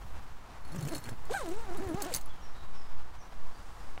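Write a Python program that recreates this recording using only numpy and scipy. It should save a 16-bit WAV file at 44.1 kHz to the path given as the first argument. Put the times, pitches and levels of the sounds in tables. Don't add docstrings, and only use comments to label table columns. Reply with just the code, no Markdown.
import sys
import numpy as np
from scipy import signal
from scipy.fft import rfft, irfft
from scipy.io import wavfile

SR = 44100
rng = np.random.default_rng(int(sys.argv[2]) if len(sys.argv) > 2 else 0)


def output_pcm(signal):
    pcm = np.clip(np.atleast_2d(signal).T, -1, 1) * 32767
    wavfile.write(sys.argv[1], SR, np.round(pcm).astype(np.int16))


N = 176400
T = np.arange(N) / SR


def from_db(db):
    return 10 ** (np.asarray(db) / 20)


def rms_one(x):
    return x / np.sqrt(np.mean(x ** 2) + 1e-20)


def in_time(rows):
    times, *columns = np.transpose(rows)
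    return [np.interp(T, times, column) for column in columns]


def during(rows):
    return np.clip(np.minimum(T - rows[0][0], rows[-1][0] - T) / .008 + 1, 0, 1)


def drift(rate_hz):
    hop, settle = 40, 2000
    pole = np.exp(-2 * np.pi * rate_hz * hop / SR)
    slow = signal.lfilter([1], [1, -2 * pole, pole * pole], rng.standard_normal(N // hop + settle + 2))
    slow = rms_one(slow[settle:])
    return np.interp(np.arange(N) / hop, np.arange(len(slow)), slow)


def colour(x, spectrum):
    hz, db = np.transpose(spectrum)
    bin_hz = np.maximum(np.arange(N // 2 + 1) * SR / N, 1)
    gain = rms_one(from_db(np.interp(np.log(bin_hz), np.log(hz), db)))
    cepstrum = irfft(np.log(gain), N)
    cepstrum[1:N // 2] *= 2
    cepstrum[N // 2 + 1:] = 0
    return irfft(rfft(x) * np.exp(rfft(cepstrum)), N)


def noise(spectrum):
    return colour(rng.standard_normal(N), spectrum)


def ring(clicks, pitches_hz, modes, spread_db):
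    out, hits = np.zeros(N), np.flatnonzero(clicks)
    for k, (hz, (db, t60)) in enumerate(zip(pitches_hz, modes)):
        radius, angle = from_db(-60 / (t60 * SR)), 2 * np.pi * hz / SR
        drive = np.full(N, 1e-18)
        drive[hits] = clicks[hits] * from_db(db + spread_db * rng.standard_normal(N)[hits])
        feedback = [1, -2 * radius * np.cos(angle), radius ** 2]
        out += (-1) ** k * signal.lfilter([0, np.sin(angle)], feedback, drive)
    return out


# (frequency [Hz], relative level [dB])
HUSH_SPECTRUM = [(25, -14.5), (40, -18.5), (64, -27), (110, -31.5), (170, -32), (280, -36.5), (400, -36),
                 (550, -37), (800, -31.5), (1100, -32), (1600, -38.5), (2480, -45), (4370, -49.5),
                 (7500, -55), (11000, -62.5), (16000, -69)]
# (time [s], relative level [dB])
HUSH_SWELL = [(0.6, 1.5), (2.4, 2.5), (3.0, 1.5)]

def distant_hush(level_db=-50.5):
    return noise(HUSH_SPECTRUM) * from_db(level_db + in_time(HUSH_SWELL)[0] + 1.3 * drift(18))


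# (time [s], level [dB])
BREEZE_LEVEL = [(0, -47), (0.5, -54.5), (1.2, -49), (1.85, -52.5), (2.2, -53.5), (4.0, -55.5)]
# (frequency [Hz], relative level [dB])
BREEZE_SPECTRUM = [(8, -23), (25, -5), (40, -5), (60, -4.5), (130, -15), (250, -28), (600, -49.5)]

def breeze(sway_hz=3.6, sway_db=-29.5):
    rumble = noise(BREEZE_SPECTRUM) * from_db(in_time(BREEZE_LEVEL)[0])
    sway = signal.sosfilt(signal.butter(4, sway_hz, fs=SR, output="sos"), rng.standard_normal(N))
    return rumble + from_db(sway_db) * rms_one(sway)


# (time [s], length [s], start pitch [Hz], end pitch [Hz], relative level [dB])
BIRD_NOTES = [(2.286, 0.052, 3590, 3100, -61), (2.388, 0.03, 2940, 2920, -62.5),
              (2.413, 0.072, 5800, 5270, -62), (2.537, 0.077, 3890, 3790, -60),
              (2.734, 0.073, 5380, 5400, -62), (2.807, 0.037, 5040, 5270, -64),
              (3.179, 0.0516, 6160, 5680, -62), (3.54, 0.036, 4550, 4850, -61.5),
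              (3.793, 0.049, 5080, 5040, -67)]

def distant_birds(direct_db=-2, echo_db=1, trees_t60_s=.5):
    calls, warble = np.zeros(N), 1 + .028 * drift(117.1)
    for start, length, start_hz, end_hz, db in BIRD_NOTES:
        progress = np.clip((T - start) / length, 0, 1)
        hz = (start_hz + (end_hz - start_hz) * progress) * warble
        envelope = np.sqrt(np.abs(np.sin(np.pi * progress)))
        calls += from_db(db) * envelope * np.sin(2 * np.pi * np.cumsum(hz) / SR)
    trees = rng.standard_normal(SR) * from_db(-60 * T[:SR] / trees_t60_s)
    echoes = signal.fftconvolve(calls, trees / np.linalg.norm(trees))[:N]
    return from_db(direct_db) * calls + from_db(echo_db) * echoes


# (frequency [Hz], relative level [dB])
GRASS_SPECTRUM = [(1500, -14), (4000, 1), (8000, 3), (15000, -11)]

def grass_step(at_s=3.76, width_s=.25, level_db=-68):
    swell = np.exp(-.5 * ((T - at_s) / width_s) ** 2)
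    return noise(GRASS_SPECTRUM) * from_db(level_db + drift(40)) * swell


# (time [s], relative strength [dB])
BUCKLE_CLICKS = [(3.9772, -30), (3.9798, -54)]
BUCKLE_HZ = [740, 1400, 2200, 2900, 3700]
# (relative level [dB], t60 [s])
BUCKLE_MODES = [(1, 0.012), (-4, .012), (-1.5, 0.0073), (-7, 0.011), (-12.5, .01)]

def strap_buckle():
    clicks = np.zeros(N)
    for start, db in BUCKLE_CLICKS:
        clicks[int(start * SR)] = from_db(db)
    return ring(clicks, BUCKLE_HZ, BUCKLE_MODES, spread_db=1) * from_db(-4)


# (time [s], pitch [Hz], envelope peak [dB], length [s])
CANVAS_THUMPS = [(1.789, 270, -29, 0.015), (1.859, 83.5, -31.5, 0.025), (1.943, 170.4, -23.5, 0.0096),
                 (2.112, 510, -33.5, 0.019)]

def canvas_thumps():
    out = np.zeros(N)
    for start, hz, db, length in CANVAS_THUMPS:
        envelope = np.sin(np.pi * np.clip((T - start) / length, 0, 1)) ** 2
        out += from_db(db) * envelope * np.sin(2 * np.pi * hz * (T - start))
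    return out


# (frequency [Hz], relative level [dB])
SNAP_SPECTRUM = [(300, -1), (1000, -17), (3200, -15.5), (4200, 4), (5300, -11.5), (6500, 0), (8200, 3),
                 (9500, -6.5), (12000, -5), (15500, -4.5)]

def metal_snap(clicks, decay_s, tail_s=.017, tail_db=-18, rise_s=.00041):
    burst = signal.lfilter([1], [1, -np.exp(-1 / (decay_s * SR))], clicks + 1e-18)
    tail = signal.lfilter([1], [1, -np.exp(-1 / (tail_s * SR))], clicks + 1e-18)
    rise = np.exp(-1 / (rise_s * SR))
    envelope = signal.lfilter([1 - rise], [1, -rise], burst + from_db(tail_db) * tail)
    return colour(envelope * rng.standard_normal(N), SNAP_SPECTRUM)


def metal_contacts(hits, pitches_hz, modes, snap_s, favour_db=9, favour_octaves=.15):
    ringing, clicks, t = np.zeros(N + SR), np.zeros(N), T[:SR // 4]
    for time_s, snap_db, ring_db, favoured_hz in hits:
        start = int(time_s * SR)
        clicks[start] += from_db(snap_db)
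        for hz, (mode_db, t60) in zip(pitches_hz, modes):
            boost_db = favour_db * np.exp(-(np.log2(hz / favoured_hz) / favour_octaves) ** 2)
            envelope = from_db(ring_db + mode_db + boost_db - 60 * t / t60)
            ringing[start:start + len(t)] += envelope * np.sin(2 * np.pi * (hz * t + rng.random()))
    return ringing[:N] + metal_snap(clicks, snap_s)


# (time [s], snap [dB], relative ring [dB], favoured pitch [Hz])
TAB_KNOCKS = [(0.6497, -62, -46, 4310), (0.7215, -66, -43, 4310), (0.7529, -62, -48, 14020),
              (0.7864, -57, -54, 4310), (0.8088, -44, -41, 7300), (0.826, -42, -39, 7300),
              (0.8507, -59, -41, 14020), (0.8752, -41, -48, 14020), (0.888, -41.5, -51, 7300),
              (0.9221, -44, -45, 4310), (0.948, -37.5, -30, 4250), (0.954, -50, -37, 10270),
              (0.966, -41, -34, 7300), (0.9805, -42, -37, 7300), (1.0398, -46, -35.5, 4310),
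              (1.0927, -45, -39, 5430), (1.2533, -51, -48, 7300), (1.3342, -51, -39, 6300),
              (1.4883, -42, -54, 7300), (1.7722, -42, -42, 10270), (1.8879, -55, -43, 10270)]
# (time [s], relative strength [dB])
TAB_JINGLE = [(0.6, -62), (0.72, -51), (0.77, -47), (0.97, -48), (1.08, -51), (1.14, -72), (1.29, -73),
              (1.35, -51), (1.45, -66), (1.63, -59), (1.7, -57), (1.9, -57), (2.1, -56), (2.2, -66)]
TAB_HZ = [3840, 4310, 4570, 5400, 6290, 6410, 7300, 8550, 10270, 10390, 14020, 14200]
# (relative level [dB], t60 [s])
TAB_MODES = [(-21, .05), (-19, .1), (-26, .03), (-20, .05), (-24, .06), (-24, .06), (-18, .02), (-22, .03),
             (-19, .09), (-19, .09), (-23, .1), (-29, .12)]

def pull_tabs(touches_per_s=100):
    touches = rng.random(N) < touches_per_s / SR
    strength = from_db(in_time(TAB_JINGLE)[0] + 3 * rng.standard_normal(N)) * during(TAB_JINGLE)
    jingle = ring(touches * strength, TAB_HZ, TAB_MODES, spread_db=4)
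    return jingle + metal_contacts(TAB_KNOCKS, TAB_HZ, TAB_MODES, snap_s=.0021)


# (time [s], snap [dB], relative ring [dB], favoured pitch [Hz])
STOP_HITS = [(2.0191, -36, -45, 6300), (2.0222, -36, -33, 7900), (2.1392, -25.5, -33.5, 4640),
             (2.1478, -25.5, -30.5, 6300), (2.156, -40, -46, 14260), (2.162, -49, -31, 10300),
             (2.171, -39, -39, 2130), (2.2122, -45, -53, 6400), (2.2586, -59, -54, 10300)]
SLIDER_HZ = [2130, 4430, 4640, 5450, 6300, 6420, 7900, 8660, 10280, 10520, 11590, 14260]
# (relative level [dB], t60 [s])
SLIDER_MODES = [(-16, .04), (-13, .06), (-4, .02), (-10, .02), (-5, .022), (-12, .04), (-5, .015),
                (-8, .022), (-10, .055), (-2.5, .016), (-12, .02), (-8, .08)]

def end_stop():
    return metal_contacts(STOP_HITS, SLIDER_HZ, SLIDER_MODES, snap_s=.0015)


def shifting_contact(rasp, band_hz=1200, spread_db=3.2):
    out, spectrum, bin_hz = np.zeros(N), rfft(rasp), np.arange(N // 2 + 1) * SR / N
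    for centre_hz in range(0, 18000, band_hz):
        band = np.clip(1 - np.abs(bin_hz - centre_hz) / band_hz, 0, 1)
        out += irfft(spectrum * band, N) * from_db(spread_db * drift(70))
    return out


# (time [s], level [dB])
RASP_LEVEL = [(0.6, -84), (0.71, -75), (0.76, -53), (0.82, -60.5), (0.89, -55.5), (0.91, -63), (0.96, -49),
              (1.0, -75), (1.1, -55), (1.14, -78), (1.28, -71), (1.315, -51.5), (1.35, -53), (1.41, -55.5),
              (1.49, -55.5), (1.6, -64), (1.75, -61.5), (1.89, -61), (2.0, -55), (2.11, -51.5),
              (2.135, -44.5), (2.18, -58), (2.2, -70)]
# (frequency [Hz], relative level [dB])
RASP_SPECTRUM = [(200, -45), (800, -17), (2300, 2), (3000, 2.5), (4000, -6), (5000, -1.5), (6000, -0.5),
                 (7300, 0.5), (8500, -1.5), (9800, -5.5), (12000, -11), (15500, -11)]
# (time [s], level [dB])
RUB_LEVEL = [(0.62, -59), (0.73, -51), (0.81, -49), (0.86, -53), (0.95, -45), (1.01, -57), (1.09, -45),
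             (1.17, -64), (1.28, -58), (1.33, -48), (1.42, -53), (1.5, -62), (1.65, -59), (1.8, -49.5),
             (1.95, -51), (2.08, -50.5), (2.17, -48.5), (2.2, -68)]
# (frequency [Hz], relative level [dB])
RUB_SPECTRUM = [(60, 4), (150, 5), (350, 0.5), (700, -3), (1100, -6), (1600, -3), (2200, -9), (3000, -19.5),
                (6000, -29)]

def rasp_and_rub(teeth, tick_share=.18, decay_per_tooth=.9):
    force = rng.standard_normal(N)[teeth.astype(int)]
    scrapes = rms_one(from_db(3 * force) * np.exp(-decay_per_tooth * (teeth % 1)))
    new_tooth = np.diff(np.floor(teeth), prepend=0)
    ticks = rms_one(new_tooth * from_db(5 * np.clip(force, -2, 2)))
    friction = tick_share * ticks + np.sqrt(1 - tick_share ** 2) * scrapes * rng.standard_normal(N)
    rasp = shifting_contact(colour(friction, RASP_SPECTRUM))
    rasp *= from_db(in_time(RASP_LEVEL)[0] + 2 * drift(42))
    rub = colour(scrapes * rng.standard_normal(N), RUB_SPECTRUM) * from_db(in_time(RUB_LEVEL)[0])
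    return rasp * during(RASP_LEVEL) + rub * during(RUB_LEVEL)


# (frequency [Hz], gain [dB])
CHAIN_RESONANCES = [(900, -18), (1600, -6), (2250, -1), (3200, -5), (3900, 1), (5200, -11), (7600, -8),
                    (8450, 0), (9800, -14)]

def chain_whine(teeth, db_per_octave=11, reference_hz=650):
    whine, tooth_hz = np.zeros(N), np.gradient(teeth) * SR
    hz, db = np.transpose(CHAIN_RESONANCES)
    for order in range(3, 19):
        gain = from_db(np.interp(order * tooth_hz, hz, db) + 3.2 * drift(80))
        whine += gain * np.sin(2 * np.pi * order * teeth)
    level_db = in_time(RASP_LEVEL)[0] + db_per_octave * np.log2(tooth_hz / reference_hz)
    return whine * from_db(level_db) * during(RASP_LEVEL)


# (time [s], tooth rate [Hz], relative fundamental level [dB], relative octave level [dB])
SLOW_PULL = [(0.7, 105, -55, -59), (0.73, 150.5, -45, -57), (0.768, 202.3, -38.5, -47.5),
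             (0.793, 133.5, -39, -67), (0.816, 194, -49, -40), (0.832, 142.7, -33.5, -52),
             (0.872, 141.4, -35, -43.5), (0.892, 186.8, -56, -53), (0.91, 306.6, -45, -50),
             (0.928, 327.8, -37, -44), (0.948, 276.4, -44, -48), (0.962, 148, -49, -41),
             (0.99, 134.8, -48, -64)]
SHORT_TUG = [(1.04, 129.1, -71, -69), (1.076, 112.4, -38, -43.5), (1.101, 133.2, -60, -66.5),
             (1.12, 121.5, -34.5, -47), (1.155, 79.3, -67, -61)]
LONG_PULL = [(1.298, 339.6, -56, -46), (1.31, 425.4, -34, -52), (1.325, 547.7, -37.5, -44),
             (1.334, 713.3, -46, -51), (1.346, 767.4, -37, -39.5), (1.357, 848, -36, -38.5),
             (1.378, 723, -46, -36), (1.389, 687.7, -57, -43.5), (1.402, 625.4, -41.5, -46),
             (1.422, 521, -45, -44.5), (1.443, 400.3, -43, -51.5), (1.468, 329.9, -42, -44),
             (1.499, 325.7, -33.5, -45), (1.553, 416.8, -45, -56.5), (1.589, 465.2, -47, -49.5),
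             (1.647, 434.4, -59.5, -52), (1.714, 323.4, -41, -46), (1.773, 428.2, -48, -53),
             (1.795, 288.4, -36.5, -54), (1.815, 371.3, -38.5, -51), (1.851, 400, -42, -49),
             (1.889, 352.7, -40.5, -49), (1.923, 295.8, -35, -48), (1.975, 398.6, -44.5, -45.5),
             (2.015, 418, -46.5, -43.5), (2.031, 276.9, -43, -47), (2.049, 277, -43, -46.5),
             (2.077, 384.8, -41.5, -42.5), (2.099, 343.7, -54, -45.5), (2.135, 240.8, -71, -50)]

def canvas_buzz(teeth, canvas_cutoff_hz=1700, trim_db=-1, flutter_db=2.7):
    buzz, overtones, phase = np.zeros(N), np.zeros(N), 2 * np.pi * teeth
    for order in range(3, 9):
        overtone_db = -8 - 2.4 * (order - 3) + 2 * drift(25)
        overtones += from_db(overtone_db) * np.sin(order * phase)
    overtones = signal.sosfilt(signal.butter(2, canvas_cutoff_hz, fs=SR, output="sos"), overtones)
    upper = np.sin(2 * phase) + overtones
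    for pull in (SLOW_PULL, SHORT_TUG, LONG_PULL):
        _, fundamental_db, octave_db = in_time(pull)
        buzz += during(pull) * (from_db(fundamental_db) * np.cos(phase) + from_db(octave_db) * upper)
    return np.sqrt(2) * buzz * from_db(trim_db + flutter_db * drift(115))


def teeth_passed(speed_jitter=.025):
    tooth_hz = in_time([*SLOW_PULL, *SHORT_TUG, *LONG_PULL])[0]
    return np.cumsum(tooth_hz * (1 + speed_jitter * drift(90))) / SR


def scene():
    teeth = teeth_passed()
    zip_run = canvas_buzz(teeth) + chain_whine(teeth) + rasp_and_rub(teeth)
    knocks = pull_tabs() + end_stop() + canvas_thumps() + strap_buckle()
    field = distant_birds() + distant_hush() + grass_step() + breeze()
    return (zip_run + knocks + field)[None]


def record(dry, cutoff_hz=15750):
    return signal.sosfilt(signal.ellip(10, .2, 80, cutoff_hz, fs=SR, output="sos"), dry)


dry = scene()
out = record(dry)
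output_pcm(out)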